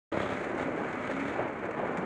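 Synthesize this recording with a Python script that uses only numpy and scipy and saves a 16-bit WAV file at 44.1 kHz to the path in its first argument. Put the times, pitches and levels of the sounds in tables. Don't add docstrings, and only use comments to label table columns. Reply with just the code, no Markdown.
import sys
import numpy as np
from scipy import signal
from scipy.fft import rfft, irfft, next_fast_len
from scipy.io import wavfile
from scipy.ndimage import uniform_filter1d

SR = 44100
rng = np.random.default_rng(int(sys.argv[2]) if len(sys.argv) > 2 else 0)


def boost_factor(decibels):
    exponent = np.asarray(decibels, float) / 20
    return 10 ** exponent


def master(y):
    cut = np.clip(np.atleast_2d(y).T, -1, 1)
    pcm = np.round(cut * 32767)
    wavfile.write(sys.argv[1], SR, pcm.astype(np.int16))


N = 90625


def curve(table, col):
    rows = np.array(table, float)
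    return np.interp(np.arange(N) / SR, rows[:, 0], rows[:, col])


def unit(x):
    return x / np.sqrt(np.mean(x ** 2))


def noise():
    return rng.standard_normal(N)


def band(x, hz, width):
    return signal.lfilter(*signal.iirpeak(hz, hz / width, SR), x)


def colour(x, table, top_db_oct=-30):
    size = next_fast_len(len(x))
    octave = np.log2(np.maximum(np.arange(size // 2 + 1) * SR / size, 10))
    points, levels = np.log2(np.array(table)[:, 0]), np.array(table)[:, 1]
    db = np.interp(octave, points, levels)
    db = db + top_db_oct * np.maximum(octave - points[-1], 0)
    db = db - 9 * np.maximum(points[0] - octave, 0)
    cepstrum = irfft(db * np.log(10) / 20, size)
    cepstrum[1:size // 2] *= 2
    cepstrum[size // 2 + 1:] = 0
    return irfft(rfft(x, size) * np.exp(rfft(cepstrum)), size)[:len(x)]


def walk(rate):
    hold = int(SR / rate)
    steps = np.repeat(rng.standard_normal(N // hold + 1), hold)
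    return unit(uniform_filter1d(uniform_filter1d(steps, hold), hold)[:N])


# (time [s], firing rate [1/s])
FIRING_RATE = [(.1, 33.4), (.35, 33.3), (.65, 32), (1.0, 30.7), (1.08, 31.3), (1.13, 32.8), (1.255, 35.3),
               (1.31, 36.8), (1.36, 39.3), (1.45, 36), (1.65, 33), (2.05, 32)]


def cycle():
    return np.cumsum(curve(FIRING_RATE, 1)) / SR + .28


# (time [s], exhaust thump [dB], frame hum [dB])
ENGINE_LEVEL = [(.1, -33.5, -63), (.25, -33.5, -51), (.33, -37.5, -46), (.42, -44, -66), (.55, -45, -48.5),
                (.68, -44, -42), (.8, -43, -56), (1.0, -44.5, -45), (1.08, -51.5, -50), (1.13, -45.5, -41),
                (1.255, -42.5, -36.5), (1.305, -40.5, -43), (1.33, -43.5, -47), (1.39, -59, -41),
                (1.43, -47.5, -70), (2.05, -48, -59.5)]
# (frequency [Hz], width [Hz], level [dB])
PIPE_RESONANCES = [(66.5, 33, -10.5), (112, 54, -3.5), (207, 31, 0), (330, 80, 0.5), (437.4, 73, 0.5),
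                   (605, 58, 5), (1340, 100, -5.5)]


def exhaust():
    scatter_db, puff_level, puff_turns = 1.2, .022, .2
    turns = cycle()
    strength = boost_factor(scatter_db * rng.standard_normal(100))[turns.astype(int)]
    firing = np.diff(np.floor(turns), prepend=np.floor(turns[0]))
    puff = puff_level * np.exp(-(turns % 1) / puff_turns) * noise()
    drive = strength * (firing + puff)
    pipe = 0
    for k, (hz, width, db) in enumerate(PIPE_RESONANCES):
        pipe = pipe + (-1) ** k * boost_factor(db) * band(drive, hz, width)
    return unit(pipe) * boost_factor(curve(ENGINE_LEVEL, 1))


DRIFT_DB = .6


def hum():
    frame_order, growl_order, high_order = 8, 6, 18
    growl_db, high_db = -3, -7
    angle = 2 * np.pi * cycle()
    thump_db, hum_db = curve(ENGINE_LEVEL, 1), curve(ENGINE_LEVEL, 2)

    throb = 1 + 0.46 * np.cos(2 * angle)
    frame = boost_factor(hum_db + DRIFT_DB * walk(25)) * throb * np.sin(frame_order * angle + 0.69 * walk(14.05))

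    high_level = boost_factor(2 * thump_db - thump_db.max() + high_db + 0.64 * walk(22))
    high_hum = high_level * np.sin(high_order * angle + 0.9 * walk(36))
    growl_level = boost_factor(2 * hum_db - hum_db.max() + growl_db + 2.0 * walk(39.7))
    growl = growl_level * np.sin(growl_order * angle + 2.4 * walk(90))
    return np.sqrt(2) * (frame + high_hum + growl)


# (frequency [Hz], width [Hz], level [dB])
CASE_RESONANCES = [(1246, 65, 0), (1472, 94, 0.5), (2050, 83, -5), (2224, 180, 1)]
# (time [s], level [dB])
CASE_LOUDNESS = [
    (.12, -49),
    (.4, -53),
    (.9, -49),
    (1.05, -43),
    (1.33, -45.5),
    (1.42, -50),
    (2.05, -52.5),
]


def case():
    knock = boost_factor(2.0 * np.cos(4 * np.pi * cycle())) * noise()
    rings = 0
    for hz, width, db in CASE_RESONANCES:
        ring = band(band(knock, hz, width), hz, 2 * width)
        rings = rings + boost_factor(db + 1.2 * walk(19.34)) * unit(ring)
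    return boost_factor(curve(CASE_LOUDNESS, 1)) * unit(rings)


# (time [s], peak level [dB], decay time [s])
BUMP_RATTLES = [(0.222, -62, 0.0098), (0.257, -56, 0.01), (0.33, -54, 0.014), (0.443, -43, 0.0069),
                (0.573, -48, .012), (0.611, -44, 0.024), (0.76, -52.5, 0.011), (.885, -59, .01),
                (0.833, -56, 0.0098), (0.927, -47, .01), (1.024, -55, 0.01), (1.112, -40, 0.0067),
                (1.162, -55, .008), (1.198, -56, .01), (1.33, -61, 0.0086), (1.375, -52, .01),
                (1.421, -51, 0.0087), (1.46, -61, .008), (1.475, -50, 0.015), (1.524, -53, .008),
                (1.555, -60, .008), (1.587, -52, .008), (1.652, -50, 0.011), (1.709, -45, 0.0065),
                (1.778, -55, 0.02), (1.851, -59, 0.0071), (1.872, -56, 0.016), (1.971, -33.5, 0.012),
                (2.02, -58, 0.012)]


def bumps():
    attack_s, level_db = .0015, -20.5
    t = np.arange(N) / SR
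    shake = 0
    for start, db, decay in BUMP_RATTLES:
        rise = np.clip((t - start) / attack_s, 0, 1)
        shake = shake + boost_factor(db + level_db) * rise * np.exp(-np.maximum(t - start, 0) / decay)
    return shake * boost_factor(3.0 * walk(300))


def clatter(loose, swing_db):
    tick_db, tick_turns, follow = 7, 0.068, 1
    since_tick = (2 * cycle() % 1) / 2
    ticks = tick_db * np.exp(-since_tick / tick_turns) * (1 + 0.5 * walk(60.7))
    sound = loose * boost_factor(follow * swing_db + ticks - 3.0) * noise()
    for _ in range(4):
        sound = band(sound, 3270, 1950)
    return boost_factor(4.5 + 12.5) * sound


def coloured_hiss(envelope, spectrum):
    reference = np.std(colour(noise(), spectrum, -23))
    return colour(noise() * envelope, spectrum, -12.0) / reference


# (time [s], level [dB])
GEAR_LOAD = [(.12, -55), (.34, -55.5), (.4, -59.5), (.55, -61.5), (.6, -57.5), (.64, -59.5), (.68, -62.5),
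             (.8, -62), (.98, -60.5), (1.08, -58), (1.2, -59), (1.3, -57.5), (1.36, -58.5), (1.42, -65),
             (1.52, -67), (1.75, -67.5), (1.95, -64), (2.05, -65)]
# (frequency [Hz], level [dB per Hz])
GEAR_SPECTRUM = [(500, -6.5), (1000, -6), (1450, -1.5), (2200, -2.5), (2800, -16.5), (3600, -33.5),
                 (4300, -27.5), (5200, -51.5)]
# (frequency [Hz], level [dB per Hz])
JINGLE_SPECTRUM = [(4200, -7.5), (5500, -7.5), (6600, -0.5), (8200, -6), (9300, -12), (9900, -21.5),
                   (10800, -18), (12600, -32)]


def gear():
    body_db, body_follow, body_shake_db = -45, 0.67, 20.5
    jingle_db, pulse_db = -6.5, 0.5
    load_db = curve(GEAR_LOAD, 1)
    swing_db = load_db - load_db.mean()
    flicker_db = pulse_db * np.cos(4 * np.pi * cycle()) + DRIFT_DB * walk(17.3) + 1.74 * walk(150)
    shake = bumps()
    body = boost_factor(body_db + body_follow * swing_db + flicker_db) + shake * boost_factor(body_shake_db)
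    loose = boost_factor(load_db + jingle_db + flicker_db + 0.33 * walk(40.0)) + shake
    rolling = coloured_hiss(body, GEAR_SPECTRUM)
    jingle = coloured_hiss(loose, JINGLE_SPECTRUM)
    return clatter(loose, swing_db) + rolling + jingle


# (time [s], peak level [dB], frequency [Hz], time to fall 60 dB [s])
MOUNT_JOLTS = [(.122, -27, 330, .1), (.468, -26, 350, .04), (.5445, -22, 330, .025), (.658, -25, 270, .04),
               (.683, -19, 520, .016), (.745, -25, 300, .04), (.777, -23, 450, .016),
               (.809, -22, 400, .016), (.851, -25, 580, .03), (1.656, -24, 340, .03),
               (1.688, -25, 530, .035), (1.045, -29, 600, .08), (1.096, -25, 560, .04),
               (1.36, -28, 800, .05), (1.392, -25, 600, .04), (1.408, -26, 720, .06),
               (1.424, -22, 370, .045), (1.797, -25, 700, .04), (1.833, -20, 540, .025),
               (1.856, -27, 600, .03), (1.894, -11, 360, .009), (1.982, -29, 185, .2)]


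def thuds():
    rise_turns, low_cut_hz = .25, 110
    t = np.arange(N) / SR
    rings = 0
    for start, db, hz, t60 in MOUNT_JOLTS:
        age = np.maximum(t - start, 0)
        decay = np.exp(-np.log(1000) * age / t60)
        rise = np.minimum(age * hz / rise_turns, 1)
        rings = rings - boost_factor(db) * np.sin(2 * np.pi * hz * age) * decay * rise
    return signal.sosfilt(signal.butter(2, low_cut_hz, "high", fs=SR, output="sos"), rings)


# (time [s], level [dB])
GUST_LEVEL = [(.12, -34.5), (.3, -36.5), (.44, -38), (.6, -35.5), (.9, -36), (1.15, -38), (1.3, -40.5),
              (1.365, -37.5), (1.39, -31.5), (1.43, -33.5), (1.46, -35), (1.53, -40), (1.66, -36.5),
              (1.74, -38.5), (1.8, -33.5), (1.9, -35), (2.0, -38), (2.05, -35.5)]
# (frequency [Hz], level [dB per Hz])
WIND_SPECTRUM = [(30, -26.5), (65, -20), (130, -10.5), (270, -6), (400, -4.5), (1000, -12.5), (1800, -18.5),
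                 (3000, -33)]


def wind():
    eddies_per_s, scatter_db, eddy_db, rush_db = 900, 6, -4, -1
    chance = rng.random((3, N))
    hit = chance[0] < eddies_per_s / SR
    push_or_pull = np.sign(chance[1] - .5)
    strength = boost_factor(-scatter_db * np.log(chance[2] + 0.054))
    eddies = colour(hit * push_or_pull * strength, WIND_SPECTRUM)

    air, shared = colour(noise(), WIND_SPECTRUM), walk(30.36)
    rush = 0
    for hz in 35 * 2 ** np.arange(0, 7, .5):
        rush = rush + band(air, hz, hz / 2) * boost_factor(0.58 * shared + 2.04 * walk(12.04))
    return boost_factor(curve(GUST_LEVEL, 1)) * (boost_factor(eddy_db) * unit(eddies) + boost_factor(rush_db) * unit(rush))


def hiss():
    return boost_factor(-90) * band(noise(), 11000, 5000)


def muffle(x):
    return signal.sosfilt(signal.butter(4, 1900, fs=SR, output="sos"), x)


def scene():
    low = muffle(exhaust() + thuds())
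    return (low + hum() + case() + gear() + wind() + hiss())[None]


def roll_off(x):
    return signal.sosfilt(signal.butter(12, 12750, fs=SR, output="sos"), x)


def record(dry):
    ceiling, start_s, fade_s = .25, .116, .011
    soft = ceiling * np.tanh(dry / ceiling)
    fade = np.clip((np.arange(N) / SR - start_s) / fade_s, 0, 1)
    return roll_off(soft * fade)


dry = scene()
out = record(dry)
master(out)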